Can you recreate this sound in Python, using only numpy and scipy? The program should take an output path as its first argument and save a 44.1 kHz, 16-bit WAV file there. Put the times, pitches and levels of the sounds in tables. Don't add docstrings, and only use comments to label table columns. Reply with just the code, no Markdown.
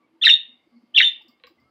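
import sys
import numpy as np
from scipy import signal
from scipy.fft import rfft, irfft
from scipy.io import wavfile
from scipy.ndimage import uniform_filter1d, minimum_filter1d

SR = 44100
rng = np.random.default_rng(int(sys.argv[2]) if len(sys.argv) > 2 else 0)


def to_wav(s):
    ch = np.atleast_2d(s).T
    pcm = np.round(np.clip(ch, -1, 1) * 32767)
    wavfile.write(sys.argv[1], SR, pcm.astype(np.int16))


def level_to_linear(level):
    exponent = np.asarray(level, float) / 20
    return 10 ** exponent


N = 74970


def level(x, db):
    return x * level_to_linear(db) / np.sqrt(np.mean(x ** 2))


def band(x, hz, width_hz):
    return signal.lfilter(*signal.iirpeak(min(hz, .45 * SR), hz / width_hz, fs=SR), x)


def noise_band(n, hz, width_hz):
    return band(band(rng.standard_normal(n), hz, width_hz), hz, width_hz)


def walk(rate_hz):
    k = int(SR / rate_hz)
    steps = np.repeat(rng.standard_normal(N // k + 1), k)
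    drift = uniform_filter1d(uniform_filter1d(steps, k), k)[:N]
    return drift / drift.std()


def house():
    # frequency in Hz, level in dB per Hz.
    hiss_spectrum = [(40, -27.5), (240, -6), (1100, -14), (1700, -24.5), (3000, -21.5), (5500, -39),
                     (12500, -40.5), (15500, -51.5)]
    # frequency in Hz, width in Hz, level in dB, flicker in dB.
    hollows = [(240, 53, -75.5, 4), (320.8, 45, -76, 3.5), (1170, 97, -80.5, 9.5), (2150, 230, -81, 4.5),
               (4700, 700, -87, 3.5)]
    # centre in seconds, length in seconds, frequency in Hz, level in dB.
    swells = [(0.019, .05, 1145, -65), (0.047, 0.025, 2256, -67), (0.159, 0.057, 329.3, -59),
              (0.167, 0.023, 918, -67), (0.498, 0.019, 240, -59), (0.546, 0.042, 248, -62.5),
              (.675, 0.016, 323.3, -57), (0.767, 0.063, 238, -51), (0.771, 0.024, 2150, -70.5),
              (.772, .03, 4400, -73.5), (0.839, 0.015, 240, -53), (1.215, 0.011, 873, -56.5),
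              (1.258, 0.022, 330, -58), (1.296, 0.02, 243, -54), (1.299, 0.017, 1171, -64.5),
              (1.345, .08, 2157, -68.5), (1.68, 0.062, 1308, -68), (0.739, 0.04, 1137, -73),
              (0.312, 0.054, 328.6, -65), (1.236, 0.097, 81.5, -86.5), (1.477, 0.0059, 1129, -51),
              (1.46, 0.046, 80.3, -76), (1.502, 0.029, 83, -81), (1.518, 0.025, 331, -57),
              (1.59, 0.016, 2040, -60.5), (1.64, 0.087, 2133, -68), (1.636, 0.1, 76.8, -73.5),
              (1.632, 0.088, 125, -71)]
    swell_flicker_db, swell_sway_s = 2, .0002

    t = np.arange(N) / SR
    floor_hz, floor_db = np.array(hiss_spectrum).T
    hiss = 0
    for hz in 45 * 2 ** np.arange(0, 8.6, .5):
        band_db = np.interp(np.log(hz), np.log(floor_hz), floor_db) + 10 * np.log10(hz)
        hiss = hiss + level(noise_band(N, hz, hz / 2), band_db) * level_to_linear(1.2 * walk(36))
    out = level(hiss, -71)
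    for hz, width_hz, db, flicker_db in hollows:
        out = out + level(noise_band(N, hz, width_hz) * level_to_linear(flicker_db * walk(4.5)), db)
    for s, length_s, hz, db in swells:
        gain = level_to_linear(db + swell_flicker_db * walk(60)) * np.exp(-(2 * (t - s) / length_s) ** 2)
        out = out + gain * np.sin(2 * np.pi * hz * (t + swell_sway_s * walk(43)))
    return out


def ring(modes):
    t = np.arange(int(SR / 4)) / SR
    out = 0
    for hz, db, t60_s in modes:
        decay = np.exp(-np.log(1000) * t / t60_s)
        onset = (1 - np.exp(-t * hz / 2)) ** 2
        out = out + level_to_linear(db) * np.sin(2 * np.pi * hz * t) * decay * onset
    return out / 2


def taps():
    # start in seconds, peak in dB, brightness from 0 (board) to 1 (claw).
    tap_events = [
        (1.103, -58, .95),
        (1.218, -61, .8),
        (1.283, -54, .95),
        (1.398, -57, .05),
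        (1.4365, -36, 0.0),
        (1.4440, -48, 0.0),
        (1.4685, -45, .5),
        (1.478, -54, 0.0),
        (1.499, -57, .2),
        (1.599, -66, .9),
    ]
    # frequency in Hz, level in dB, t60 in seconds.
    sill_modes = [(488, -12, .13), (1100, -14, .07), (1560, -12, .03), (1900, -5, .02), (2250, -4, .02),
                  (2700, 3, .01), (3300, -2, .01), (4000, 0, .01)]
    # frequency in Hz, level in dB, t60 in seconds.
    claw_modes = [(4400, -3, .008), (4650, -15, .12), (4950, -11, .22), (5200, -5, .012), (7500, -12, .008),
                  (14000, -4, .006), (15200, -6, .006)]
    contact_s, scrape_s, scrape_share = .00003, .022, .06

    out = np.zeros(N + SR)
    sill, claw = ring(sill_modes), ring(claw_modes)
    t = np.arange(2000) / SR
    contact = np.exp(-(t / contact_s - 2) ** 2)
    for s, db, bright in tap_events:
        scrape = rng.standard_normal(len(t)) * np.exp(-t / scrape_s) * scrape_share
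        hit = signal.fftconvolve((1 - bright) * sill + bright * claw, scrape + contact)
        start = int(s * SR)
        out[start:start + len(hit)] += level_to_linear(db) * hit / np.abs(hit).max()
    return out[:N]


def colour(hz):
    # frequency in Hz, gain in dB.
    throat_curve = [(1050, -30), (1350, -14), (5400, 12.5), (7000, -6), (11000, -7), (12700, -24.5),
                    (14500, -1), (16000, -7.5)]
    curve_hz, db = np.array(throat_curve).T
    return np.interp(np.log(hz), np.log(curve_hz), db)


def smooth(x):
    return uniform_filter1d(x, size=40)


def whistle(notes, tones, unsteady, hiss_db, rough_db, wear):
    wear_kinds = {"growing": (-.7, 1), "rough": (1, 0), "clean": (.1, 0)}
    settled_s = .025
    flutter_db, rasp_db, grain_db = 1.5, -19, 8
    bright_db, top_db = [3, -4], [-6, 6]

    t = np.arange(N) / SR
    wobble, flutter, rasp = walk(300), walk(330), walk(1500)
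    bin_hz = np.arange(1, N // 2 + 2) * SR / N
    air = rfft(rng.standard_normal(N)) * level_to_linear(colour(bin_hz)) / (1 + (4200 / bin_hz) ** 6)
    hiss = level(irfft(air, N), hiss_db)
    grain_start, grain_growth = wear_kinds[wear]
    out = 0
    for note, low_db, high_db in zip(notes, bright_db, top_db):
        s, hz, db = np.array(note).T
        glide_hz = np.interp(t, s, hz)
        age = (t - s[0]) / settled_s
        pitch_hz = smooth(glide_hz) * (1 + .008 * wobble * (1 + unsteady * (glide_hz < 2800)))
        phase = 2 * np.pi * np.cumsum(pitch_hz) / SR

        depth_db = flutter_db + rough_db * np.clip(age - .5, 0, 1)
        sounding = (t > s[0]) * (t < s[-1])
        gain = smooth(level_to_linear(np.interp(t, s, db) + depth_db * flutter) * sounding)

        worn = np.clip(grain_start + grain_growth * age, 0, 1)
        slide = np.clip(np.abs(smooth(np.gradient(glide_hz))) * SR / 60000, 0, 1)
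        over = 0
        for multiple, tone_db in tones:
            chirp_db = (low_db if multiple < 4 else high_db) * (unsteady > 1)
            slide_db = -20 * slide * (multiple < 1)
            tone_gain = level_to_linear(tone_db + chirp_db + colour(multiple * pitch_hz) + slide_db)
            over = over + tone_gain * np.sin(multiple * phase)
        voice = np.sin(phase) + over * (1 + 2 * level_to_linear(-17.5) * rasp)
        rasped = voice * (1 + level_to_linear(rasp_db + grain_db * worn) * rasp)
        out = out + gain * (rasped + hiss * (.2 + worn))
    return out


def side_tones():
    # centre in seconds, length in seconds, frequency in Hz, level in dB.
    side_events = [
        (.216, .004, 1880, -44),
        (.225, .006, 1850, -36),
        (.233, .005, 1820, -44),
        (.245, .009, 1370, -35),
        (.245, .012, 2010, -33),
        (.244, .007, 4030, -25),
        (.957, .011, 1800, -42),
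        (.980, .012, 2050, -32),
        (.979, .008, 4800, -40),
    ]
    t = np.arange(N) / SR
    out = 0
    for s, length_s, hz, db in side_events:
        out = out + level_to_linear(db) * np.exp(-(2 * (t - s) / length_s) ** 2) * np.sin(2 * np.pi * hz * t)
    return out


def bird():
    # time in seconds, pitch in Hz, level in dB.
    fall = [
        [(.212, 3200, -52), (.217, 3350, -25), (.229, 3620, -10), (.235, 3150, -18), (.240, 2760, -8),
         (.246, 2640, -12), (.255, 2680, -19), (.261, 2600, -18), (.263, 2400, -30)],
        [(.940, 3200, -50), (.944, 2950, -34), (.949, 3340, -17), (.957, 3570, -21), (.964, 3550, -8),
         (.974, 2840, -11), (.983, 2715, -1), (.988, 2710, -8), (.993, 2650, -30)],
    ]
    low = [
        [(.261, 2450, -30), (.265, 2080, -13), (.269, 1870, -8), (.274, 1730, -9), (.2765, 1800, -28),
         (.280, 1880, -7), (.2825, 1850, -26), (.285, 1820, -15), (.293, 1850, -32)],
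        [(.997, 2600, -32), (1.001, 2340, -10), (1.004, 2050, -14), (1.007, 1890, -8), (1.011, 1850, -23),
         (1.015, 1900, -13), (1.021, 1900, -24), (1.027, 1830, -21), (1.032, 1820, -36)],
    ]
    join = [
        [(.249, 4050, -36), (.251, 4030, -12), (.257, 3800, -19), (.2595, 3730, -5), (.262, 3760, -17),
         (.272, 3630, -11), (.276, 3590, -24), (.281, 3680, -10), (.286, 3620, -26)],
        [(.982, 4000, -38), (.985, 4050, -14), (.990, 3670, -10), (.996, 3280, -14), (1.001, 3240, -22),
         (1.007, 3800, -19), (1.013, 3750, -16), (1.019, 3650, -18), (1.022, 3600, -34)],
    ]
    turn_down = [
        [(.283, 3650, -29.5), (.286, 3400, -7), (.289, 2980, -16.5), (.296, 2850, -10), (.301, 2760, -5.5),
         (.304, 2700, -33.5)],
        [(1.020, 3400, -32), (1.023, 3200, -16.5), (1.028, 2780, -20.5), (1.034, 2980, -11), (1.038, 3000, -20),
         (1.041, 2950, -27)],
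    ]
    close = [
        [(.301, 3650, -35), (.305, 3659, -7.5), (.312, 3674, -1.5), (.316, 3651, -12), (.329, 3495, -11),
         (.334, 3650, -9), (.340, 3720, -4.5), (.346, 3638, -18.5), (.362, 3600, -28.5)],
        [(1.038, 3369, -29), (1.041, 3545, -11.5), (1.049, 3652, -12.5), (1.060, 3582, -13), (1.075, 3554, -17),
         (1.090, 3607, -19.5), (1.100, 3490, -38.5)],
    ]
    # multiple of the pitch, level in dB.
    fall_tones = [(.5, -31.5), (2, -41), (3, -47), (4, -54), (5, -53), (6, -57)]
    join_tones = [(2, -34.5), (3, -43.5), (4, -55.5)]
    close_tones = [(.5, -39), (2, -35.5), (3, -43), (4, -52)]

    song = whistle(fall, fall_tones, unsteady=1.3, hiss_db=-50, rough_db=2, wear="growing")
    song = song + whistle(low, fall_tones[1:], unsteady=1.1, hiss_db=-45, rough_db=1.5, wear="rough")
    song = song + whistle(turn_down, join_tones, unsteady=.8, hiss_db=-44.5, rough_db=3, wear="rough")
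    song = song + whistle(join, join_tones, unsteady=1.5, hiss_db=-41.5, rough_db=3, wear="rough")
    song = song + whistle(close, close_tones, unsteady=.8, hiss_db=-48.5, rough_db=1.5, wear="clean")
    beak = signal.butter(6, 1480, "high", fs=SR, output="sos")
    song = signal.sosfilt(beak, song)
    return song + side_tones() - .85 * band(song, 12600, 1500)


def room(x):
    # delay in seconds, level in dB.
    early = [(.0013, -13), (.0071, -13), (.0112, -15), (.0143, -16), (.0212, -17)]
    # frequency in Hz, t60 in seconds, level in dB.
    tail_bands = [(516.6, 0.11, -6.5), (1900, 0.32, -9), (2700, 0.38, -2.5), (3650, 0.28, 0),
                  (4400, .2, -4), (5560, 0.16, 1.5), (11300, 0.1, -3.5), (14500, 0.25, 4)]
    tail_db, gap_s = -24, .018

    t = np.arange(int(.7 * SR)) / SR
    room_hz, room_t60_s, room_db = np.array(tail_bands).T
    tail = 0
    for hz in 300 * 2 ** np.arange(0, 5.8, 1 / 3):
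        t60_s = np.interp(hz, room_hz, room_t60_s)
        gain = level_to_linear(np.interp(hz, room_hz, room_db)) / np.sqrt(t60_s)
        tail = tail + noise_band(len(t), hz, hz / 3) * gain * np.exp(-np.log(1000) * t / t60_s)
    tail = tail * (1 - np.exp(-t / gap_s))
    response = level_to_linear(tail_db) * tail / np.sqrt(np.sum(tail ** 2)) * 3
    response[0] += 1
    for k, (s, db) in enumerate(early):
        response[int(s * SR)] += (-1) ** k * level_to_linear(db)
    return signal.fftconvolve(x, response)[:N]


def scene():
    return (room(level_to_linear(1.0) * bird() + taps()) + house())[None]


def top_cut(x):
    return signal.sosfilt(signal.butter(12, 15910, fs=SR, output="sos"), x)


def record(dry):
    # start in seconds, level in dB.
    overload_ticks = [
        (0.2688, -21.5),
        (.9834, -28),
    ]
    ceiling = .96
    crest = -minimum_filter1d(-np.abs(dry), size=161)
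    mix = dry * uniform_filter1d(np.minimum(1, ceiling / crest), size=121)
    for s, db in overload_ticks:
        start = int(s * SR)
        mix[:, start:start + 9] += level_to_linear(db - 0.5) * np.hanning(9)
    return top_cut(mix)


dry = scene()
out = record(dry)
to_wav(out)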